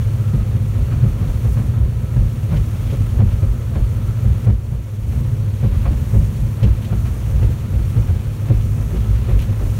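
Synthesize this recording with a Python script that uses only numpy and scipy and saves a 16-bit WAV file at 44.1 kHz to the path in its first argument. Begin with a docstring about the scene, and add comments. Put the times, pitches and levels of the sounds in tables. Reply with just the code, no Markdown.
"""Inside the wheelhouse of a motorboat running through chop.
From the start the engine drones, clatters and beats against the propeller, the hull rumbles, spray hisses.
From 0.3 s waves strike: the bottom thuds, the bow panels slap, the hull booms and water splashes on deck.
From 0.9 s gouts spatter on the windscreen. The hardest thud, near 4.5 s, makes the limiter duck;
around 6 s the engine's higher tones fade a little as the boat comes round."""
import sys
import numpy as np
from scipy import signal
from scipy.fft import rfft, irfft, next_fast_len
from scipy.io import wavfile
from scipy.ndimage import uniform_filter1d, minimum_filter1d

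SR = 44100
rng = np.random.default_rng(int(sys.argv[2]) if len(sys.argv) > 2 else 0)


def wav_out(sig):
    """Save sig, one row per channel (or a flat mono array), as 16-bit PCM at SR to the path in sys.argv[1]."""
    wavfile.write(sys.argv[1], SR, np.round(np.clip(np.atleast_2d(sig).T, -1, 1) * 32767).astype(np.int16))


N = 431738


def from_db(db):
    """Amplitude ratio of a level."""
    return 10 ** (np.asarray(db) / 20)


def rms_one(x):
    """Normalisation to unit power."""
    return x / np.sqrt(np.mean(x ** 2) + 1e-20)


def peak_one(x):
    """Normalisation to unit peak."""
    return x / np.abs(x).max()


def in_time(rows):
    """Linear interpolation of each column at every sample."""
    s, *columns = np.transpose(rows)
    return [np.interp(np.arange(N) / SR, s, c) for c in columns]


def colour(x, spectrum):
    """Spectral shaping of a flat excitation; rms 1."""
    size = next_fast_len(N)
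    hz, db = np.transpose(spectrum)
    bins = np.maximum(np.arange(size // 2 + 1) * SR / size, 1)
    gain = from_db(np.interp(np.log(bins), np.log(hz), db))
    skirts = np.minimum(bins / hz[0], 1) ** 2 * np.minimum(hz[-1] / bins, 1) ** 2
    return rms_one(irfft(rfft(x, size) * gain * skirts, size)[:N])


def drift(rate_hz):
    """Random modulation: low-passed noise of rms 1."""
    step, settle = 40, 2000
    r = np.exp(-2 * np.pi * step * rate_hz / SR)
    slow = signal.lfilter([1], [1, -2 * r, r * r], rng.standard_normal(N // step + settle + 2))[settle:]
    return np.interp(np.arange(N) / step, np.arange(len(slow)), rms_one(slow))


def resonate(x, hz, width_hz):
    """Second-order resonance with unit peak gain."""
    r = np.exp(-np.pi * width_hz / SR)
    feedback = [1, -2 * r * np.cos(2 * np.pi * hz / SR), r * r]
    return signal.lfilter(np.array([1, 0, -1]) * (1 - r * r) / 2, feedback, x)


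def band(x, hz, width_hz):
    """Two equal resonances in cascade."""
    return resonate(resonate(x, hz, width_hz), hz, width_hz)


def ring(force, hz, t60):
    """Damped oscillator: a unit impulse starts a decaying sine of height 1."""
    r, w = from_db(-60 / (t60 * SR)), 2 * np.pi * hz / SR
    return signal.lfilter([0, np.sin(w)], [1, -2 * r * np.cos(w), r * r], force + 1e-18)


def struck(force, modes, centre_hz, octaves):
    """Modal superposition: where a wave lands decides which modes answer most; peak 1."""
    sound = 0
    for hz, db, t60 in modes:
        coupling = from_db(db) / (1 + (np.log2(hz / centre_hz) / octaves) ** 2)
        sound += coupling * ring(force * rng.standard_normal(len(force)), hz, t60)
    return peak_one(sound)


def drops(per_s, spread_db):
    """Shot noise: random impacts, mostly small and a few large."""
    sizes = from_db(spread_db * np.minimum(rng.exponential(1, N), 5)) * rng.choice([-1, 1], N)
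    return sizes * (rng.random(N) < per_s / SR)


def add(out, s, sound):
    """Superpose a sound starting at time s."""
    at = max(round(s * SR), 0)
    out[at:at + len(sound)] += sound[:N - at]


def shaft(hz, wander, rate_hz):
    """Frequency modulation: the phase of a rotation whose speed wanders with the load."""
    return 2 * np.pi * np.cumsum(hz * (1 + wander * drift(rate_hz))) / SR


def tones(angle, orders, waver_db):
    """Harmonic series of a rotation, each partial wavering by itself; 0 dB has rms 1."""
    return np.sqrt(2) * sum(
        from_db(db + waver_db * drift(2.37)) * np.sin(k * angle + rng.uniform(0, 2 * np.pi))
        for k, db in orders)


def swells(levels_db, delay_s, width_s):
    """Power summation: a Gaussian envelope after the crest of each of the WAVES."""
    t = np.arange(0, N, 40) / SR
    power = sum((from_db(db) * np.exp(-.5 * ((t - s - crest_s - delay_s) / width_s) ** 2)) ** 2
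                for (s, crest_s, *_), db in zip(WAVES, levels_db))
    return np.interp(np.arange(N) / SR, t, np.sqrt(power))


def waver(db, swing_db, rate_hz):
    """Amplitude modulation: a gain that wanders about a level."""
    return from_db(db + swing_db * drift(rate_hz))


# engine harmonics, the third being the firing rate: multiple of crank speed, relative level/dB
ENGINE_ORDERS = [(1, -18), (3, 0), (4, -9), (5, -19), (6, -18), (8, -31), (9, -29), (10, -31), (12, -29)]
# load on the drive: t/s, firing level/dB, propeller level/dB
DRIVE_LOAD = [(0, -23.5, -25), (.7, -24, -23.5), (2.1, -25.5, -25.5), (2.8, -24, -24.5), (4.2, -25, -25.5),
              (5.6, -24.5, -27), (7, -24.5, -29.5), (9.79, -24, -29.5)]
# a high engine order singing in the cabin: t/s, level/dB
SINGING_LEVEL = [(0, -50), (5.6, -51.5), (6.5, -54), (9.79, -52)]
CRANK_HZ, SINGING_ORDER = 34.5, 15

def engine():
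    """Periodic excitation: firing gives harmonics of the crank speed."""
    firing_db, _ = in_time(DRIVE_LOAD)
    singing_db, = in_time(SINGING_LEVEL)
    crank = shaft(CRANK_HZ, wander=.0025, rate_hz=1.2)
    drone = from_db(firing_db) * tones(crank, ENGINE_ORDERS, waver_db=2.5)
    singing = from_db(singing_db) * tones(crank, [(SINGING_ORDER, 0)], waver_db=1)
    return drone + singing


# clatter spectrum: f/Hz, relative level/dB
CLATTER_SPECTRUM = [(150, -23), (300, 4), (530, -0.5), (650, -4.5), (800, -9.5), (1000, -8), (1180, -10),
                    (1310, -24.5), (1450, -15), (2400, -16.5), (4000, -22.5), (9000, -64)]
# machinery whines: f/Hz, bandwidth/Hz, relative level/dB
WHINE_BANDS = [(1297, 174, -57.5), (4386, 83, -69.5)]

def machinery():
    """Broadband noise clatters; narrowband noise whines, fading a little as the boat comes round."""
    clatter = from_db(-42.5) * colour(rng.standard_normal(N), CLATTER_SPECTRUM)
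    turn_db, = in_time([(0, 4.5), (4.3, 3), (5.6, 0.5), (9.79, 3)])  # t/s, gain/dB
    whine = sum(waver(db + turn_db, 2, rate_hz=2.2) * rms_one(band(rng.standard_normal(N), hz, width_hz))
                for hz, width_hz, db in WHINE_BANDS)
    return clatter + whine


# propeller harmonics: multiple of blade rate, relative level/dB
BLADE_ORDERS = [(1, 0), (2, -21), (3, -34)]
BLADE_HZ = 118.1

def propeller():
    """Beating: the blade tone interferes with the firing tone about fifteen times a second."""
    _, blade_db = in_time(DRIVE_LOAD)
    blade = shaft(BLADE_HZ, wander=.004, rate_hz=2.5)
    return from_db(blade_db) * tones(blade, BLADE_ORDERS, waver_db=2.36)


# hull rumble spectrum: f/Hz, relative level/dB
RUMBLE_SPECTRUM = [(20, -30), (40, -24), (65, -4), (82, -0.5), (113, -4.5), (133, -11), (150, -8.5),
                   (165, -17.5), (200, -16), (238, -15.5), (260, -39.5), (400, -33), (900, -56)]

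def hull():
    """Forced vibration: flow keeps the hull rumbling; its lowest mode booms just after each wave."""
    *_, boom_db = np.transpose(WAVES)
    chop = waver(-29, 4.5, rate_hz=7)
    heave = np.hypot(swells(boom_db, delay_s=.055, width_s=.035), chop)
    lowest_mode = [(24, -26), (40, -15.5), (50, -2), (56, -2.5), (62, -6), (76, -17)]  # f/Hz, level/dB
    flex = colour(rng.standard_normal(N), lowest_mode)
    envelope = np.abs(signal.hilbert(flex, next_fast_len(N))[:N])
    boom = heave * rms_one(flex / (envelope + 1.2))  # evened out, so that the heave shapes it
    rumble = waver(-23.5, 1.67, rate_hz=8.2) * colour(rng.standard_normal(N), RUMBLE_SPECTRUM)
    return boom + rumble


# spectra of bow wash, deck splash and fine spray: f/Hz, relative level/dB
WASH_SPECTRUM = [(120, -36), (250, 9), (400, 0.5), (560, 5), (750, -3), (1300, -7.5), (2500, -14.5),
                 (6000, -33)]
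SPLASH_SPECTRUM = [(400, -36), (900, 6.5), (1500, 3.5), (2500, 3.5), (3300, 0.5), (4500, -4.5), (7000, -11),
                   (15000, -11.5)]
SPRAY_SPECTRUM = [(1000, -21), (3000, -14.5), (6000, 4.5), (9000, 3), (12000, 1.5), (16000, -0.5)]
# water in the air: t/s, splash level/dB, relative spray level/dB
AIRBORNE_WATER = [(0, -46, -51), (.3, -50, -52.5), (1.25, -48, -52.5), (1.53, -48.5, -49),
                  (1.8, -51, -54.7), (2.3, -49.5, -52.5), (2.9, -46.5, -50.5), (3.5, -51, -53),
                  (4.44, -49, -53), (4.48, -57, -46.5), (4.55, -54, -54), (4.7, -48.5, -51),
                  (5.1, -49, -51), (5.4, -51.5, -53.5), (5.8, -46, -53.5), (6.1, -49, -49.3),
                  (6.72, -50, -53), (7.22, -48, -50), (7.68, -48.5, -53), (7.97, -48, -49.5),
                  (8.13, -46.5, -53), (8.75, -50.5, -50.5), (8.9, -50, -49.5), (9.15, -45.5, -53.5),
                  (9.4, -47, -51), (9.53, -49, -51.5), (9.79, -45.5, -47)]
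WASH_OVER_SLAP_DB, SPLASH_OVER_SLAP_DB = -18.5, -32.5

def water():
    """Shot noise of drops: wash gurgles at the bow, water splashes on deck, spray hisses on the glass."""
    *_, slap_db, _, _ = np.transpose(WAVES)
    splash_db, spray_db = in_time(AIRBORNE_WATER)
    chop = waver(-48, 3.5, rate_hz=5.1)
    bow = np.hypot(swells(slap_db + WASH_OVER_SLAP_DB, delay_s=.004, width_s=.034), chop)
    thrown = np.hypot(swells(slap_db + SPLASH_OVER_SLAP_DB, delay_s=.04, width_s=.07), from_db(splash_db))
    wash = bow * waver(0, 2, rate_hz=32) * colour(drops(1500, spread_db=3), WASH_SPECTRUM)
    splash = thrown * waver(0, 1.2, rate_hz=31) * colour(drops(7000, spread_db=2.5), SPLASH_SPECTRUM)
    spray = waver(spray_db + 2.5, .78, rate_hz=24) * colour(drops(30000, spread_db=3), SPRAY_SPECTRUM)
    return wash + splash + spray


# hull and cabin modes: f/Hz, relative level/dB, T60/s
HULL_MODES = [(87, 3.5, 0.59), (95, -31, 0.06), (119.8, 5, 0.1), (159, 0.5, 0.25), (201, 10.5, 0.11),
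              (225, -2.5, 0.21)]

def thud(t, crest_s, hz):
    """Added mass: the struck bottom sinks in pitch as it digs in and drags more water along; peak 1."""
    age = t / (crest_s + .0077)
    swell = (age * np.exp(1 - age)) ** 2.15
    pitch = hz * (.97 + .13 * np.tanh(1 - age) + .03 * drift(25)[:len(t)])
    swing = swell * np.sin(2 * np.pi * np.cumsum(pitch) / SR + rng.uniform(0, 2 * np.pi))
    return peak_one(swing + from_db(-5.5) * struck(swell, HULL_MODES, hz, octaves=.82))


# bow panel modes: f/Hz, relative level/dB, T60/s
PANEL_MODES = [(295, 3, 0.12), (339, 1, 0.085), (372, 4.5, 0.1), (446, -3, 0.14), (490, 1, 0.038),
               (542, -2.5, 0.094), (594, -11.5, 0.088), (727, -2, 0.039), (906, -3.5, 0.022),
               (1090, 7, 0.011), (1390, 4.5, 0.013), (1660, 1, 0.026), (2370, 8, 0.013)]
# waves striking the hull: t/s, rise to crest/s, thud level/dB, nominal thud f/Hz,
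# relative slap level/dB, slap centre f/Hz, boom level/dB
WAVES = [(.333, 0.011, -10, 146, -25.5, 460, -15), (.539, 0.017, -11.5, 120, -47, 700, -35),
         (0.729, 0.031, -27, 99, -32, 600, -17), (.905, 0.019, -9.5, 112, -33, 1000, -16),
         (1.019, 0.02, -2.5, 121.3, -25, 523, -15.5), (1.198, 0.025, -9.5, 115, -29, 674, -19.5),
         (1.432, 0.022, -8.5, 116, -29, 690, -15), (1.561, 0.021, -8.5, 119.5, -29.5, 836, -33),
         (1.77, 0.0057, -10.5, 104, -42, 700, -11), (2.16, 0.0086, -8.5, 131, -27, 600, -12),
         (2.512, 0.025, -12.5, 163.2, -24.5, 610, -14.5), (2.92, 0.011, -13.5, 133, -25.5, 513, -26),
         (3.002, 0.0045, -7.5, 114.6, -37, 700, -36), (3.186, 0.019, 0.5, 107, -19.5, 530, -14.5),
         (3.42, 0.012, -5.5, 105.7, -27, 600, -15.5), (3.752, 0.0082, -8.5, 108, -23.5, 600, -13.5),
         (4.237, 0.015, -7, 106.7, -30, 553, -12.5), (4.459, .019, 4.2, 115, -16.5, 580, -10),
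         (4.702, 0.028, -13, 133, -31, 600, -18), (5.11, 0.022, -24, 141, -38, 796, -28),
         (5.628, 0.015, -6.5, 119, -24, 544, -17.5), (5.71, 0.027, -10.5, 99.7, -36, 900, -20),
         (5.85, 0.015, -18, 121, -23, 664, -10), (6.128, 0.017, -5, 117, -23.5, 470, -9.5),
         (6.36, 0.023, -19, 118, -50, 600, -18.5), (6.62, 0.018, -1.5, 118.2, -19.5, 516, -10.5),
         (6.92, 0.01, -14.5, 158, -26, 560, -18.5), (7.05, 0.015, -21, 140, -34.5, 1090, -21),
         (7.28, 0.03, -35, 101, -34, 750, -14.5), (7.416, 0.013, -8.5, 116, -22.5, 540, -11),
         (7.716, 0.024, -10.5, 105, -31, 600, -12.5), (7.954, 0.022, -7, 123, -25, 500, -17),
         (8.08, 0.014, -6.5, 90, -29, 660, -20), (8.497, .011, -0.5, 117, -16.5, 370, -13),
         (8.923, 0.017, -20.5, 159, -22, 366, -16), (9.041, 0.028, -18.5, 108, -43, 600, -15.5),
         (9.271, 0.025, -14, 122, -24.5, 680, -12.5), (9.316, 0.031, -15, 104, -31, 590, -13.5),
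         (9.595, 0.018, -22, 146, -25.5, 497, -12.5)]

def slams():
    """Impact excitation: each wave's push thuds the hull and slaps the panels, and water sheets off."""
    out, t = np.zeros(N), np.arange(SR // 2) / SR
    for s, crest_s, thud_db, thud_hz, slap_db, slap_hz, _ in WAVES:
        crest_s = max(crest_s, .005)
        push = t / crest_s * np.exp(1 - t / crest_s)
        slap = from_db(slap_db + 1) * struck(push ** 1.75, PANEL_MODES, slap_hz, octaves=.68)
        sheet = peak_one(band(rng.standard_normal(len(t)) * push, hz=1150, width_hz=2000))
        wetness = (slap_hz / 550) ** 2.1  # a higher-pitched slap is a wetter one
        add(out, s - .005, from_db(thud_db) * thud(t, crest_s, thud_hz))
        add(out, s - .003, slap + from_db(slap_db - 15) * wetness * sheet)
    return out


# gouts landing on the windscreen: t/s, relative crackle level/dB, relative tick level/dB
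GOUTS = [(.928, -49, -50), (1.574, -45, -56), (2.564, -32, -50), (2.869, -36, -52), (2.899, -37, -52),
         (3.323, -38, -50), (5.859, -47, -56), (6.63, -27.5, -54), (6.82, -33, -50), (6.846, -33.5, -44),
         (7.429, -38, -54), (8.609, -36.5, -56), (9.391, -30, -41), (9.418, -32, -39)]

def spatters():
    """Impact transients: each gout ticks on the pane and bursts into a short bright crackle."""
    out, t = np.zeros(N), np.arange(SR // 6) / SR
    for s, crackle_db, tick_db in GOUTS:
        burst = rng.standard_normal(len(t)) ** 3 * (1 - np.exp(-t / .0023)) * np.exp(-t / .019)
        crackle = peak_one(resonate(burst, hz=2660, width_hz=1220))
        tick = peak_one(resonate(burst * np.exp(-t / .008), hz=9800, width_hz=9000))
        add(out, s - .002, from_db(crackle_db + 4) * crackle + from_db(tick_db + 10) * tick)
    return out


def scene():
    """Superposition: all sources add at one microphone behind the windscreen."""
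    return (engine() + machinery() + propeller() + hull() + slams() + water() + spatters())[None]


def limiter(x):
    """Gain control: peaks are held under a ceiling; a long overload ducks the gain for nearly 0.5 s."""
    ceiling, release_db_per_s = .71, 35
    hold, ahead, window = int(.44 * SR), int(.011 * SR), int(.045 * SR)
    over_db = 20 * np.log10(np.maximum(np.abs(x) / ceiling, 1))
    recent_power = uniform_filter1d(x * x, window, origin=(window - 1) // 2)
    recent_db = 10 * np.log10(np.maximum(recent_power, 1e-9))
    duck_db = np.clip(6 * (recent_db + 4.5), 0, 5)
    held_db = -minimum_filter1d(-duck_db, hold, origin=(hold - 1) // 2, mode="constant")
    # the duck and the first 2 dB of any cut recover slowly, the rest at once
    ramp = release_db_per_s * np.arange(N) / SR
    slow_db = np.maximum.accumulate(np.maximum(np.minimum(over_db, 2), held_db) + ramp) - ramp
    cut_db = np.maximum(over_db, slow_db)
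    widened_db = -minimum_filter1d(-cut_db, 2 * ahead)
    return x * from_db(-uniform_filter1d(widened_db, ahead))


# microphone port notches: f/Hz, bandwidth/Hz, depth (0-1)
PORT_NOTCHES = [(4920, 340, 0.35), (7740, 750, 0.35), (10480, 410, 0.6)]
CUTOFF_HZ = 15750

def record(dry):
    """Antiresonance: the microphone port notches the treble; the limiter and a steep low-pass follow."""
    x = dry[0]
    for hz, width_hz, depth in PORT_NOTCHES:
        x = x - depth * resonate(x, hz, width_hz)
    low_pass = signal.ellip(12, .1, 90, CUTOFF_HZ, fs=SR, output="sos")
    return signal.sosfilt(low_pass, limiter(x))[None]


dry = scene()
out = record(dry)
wav_out(out)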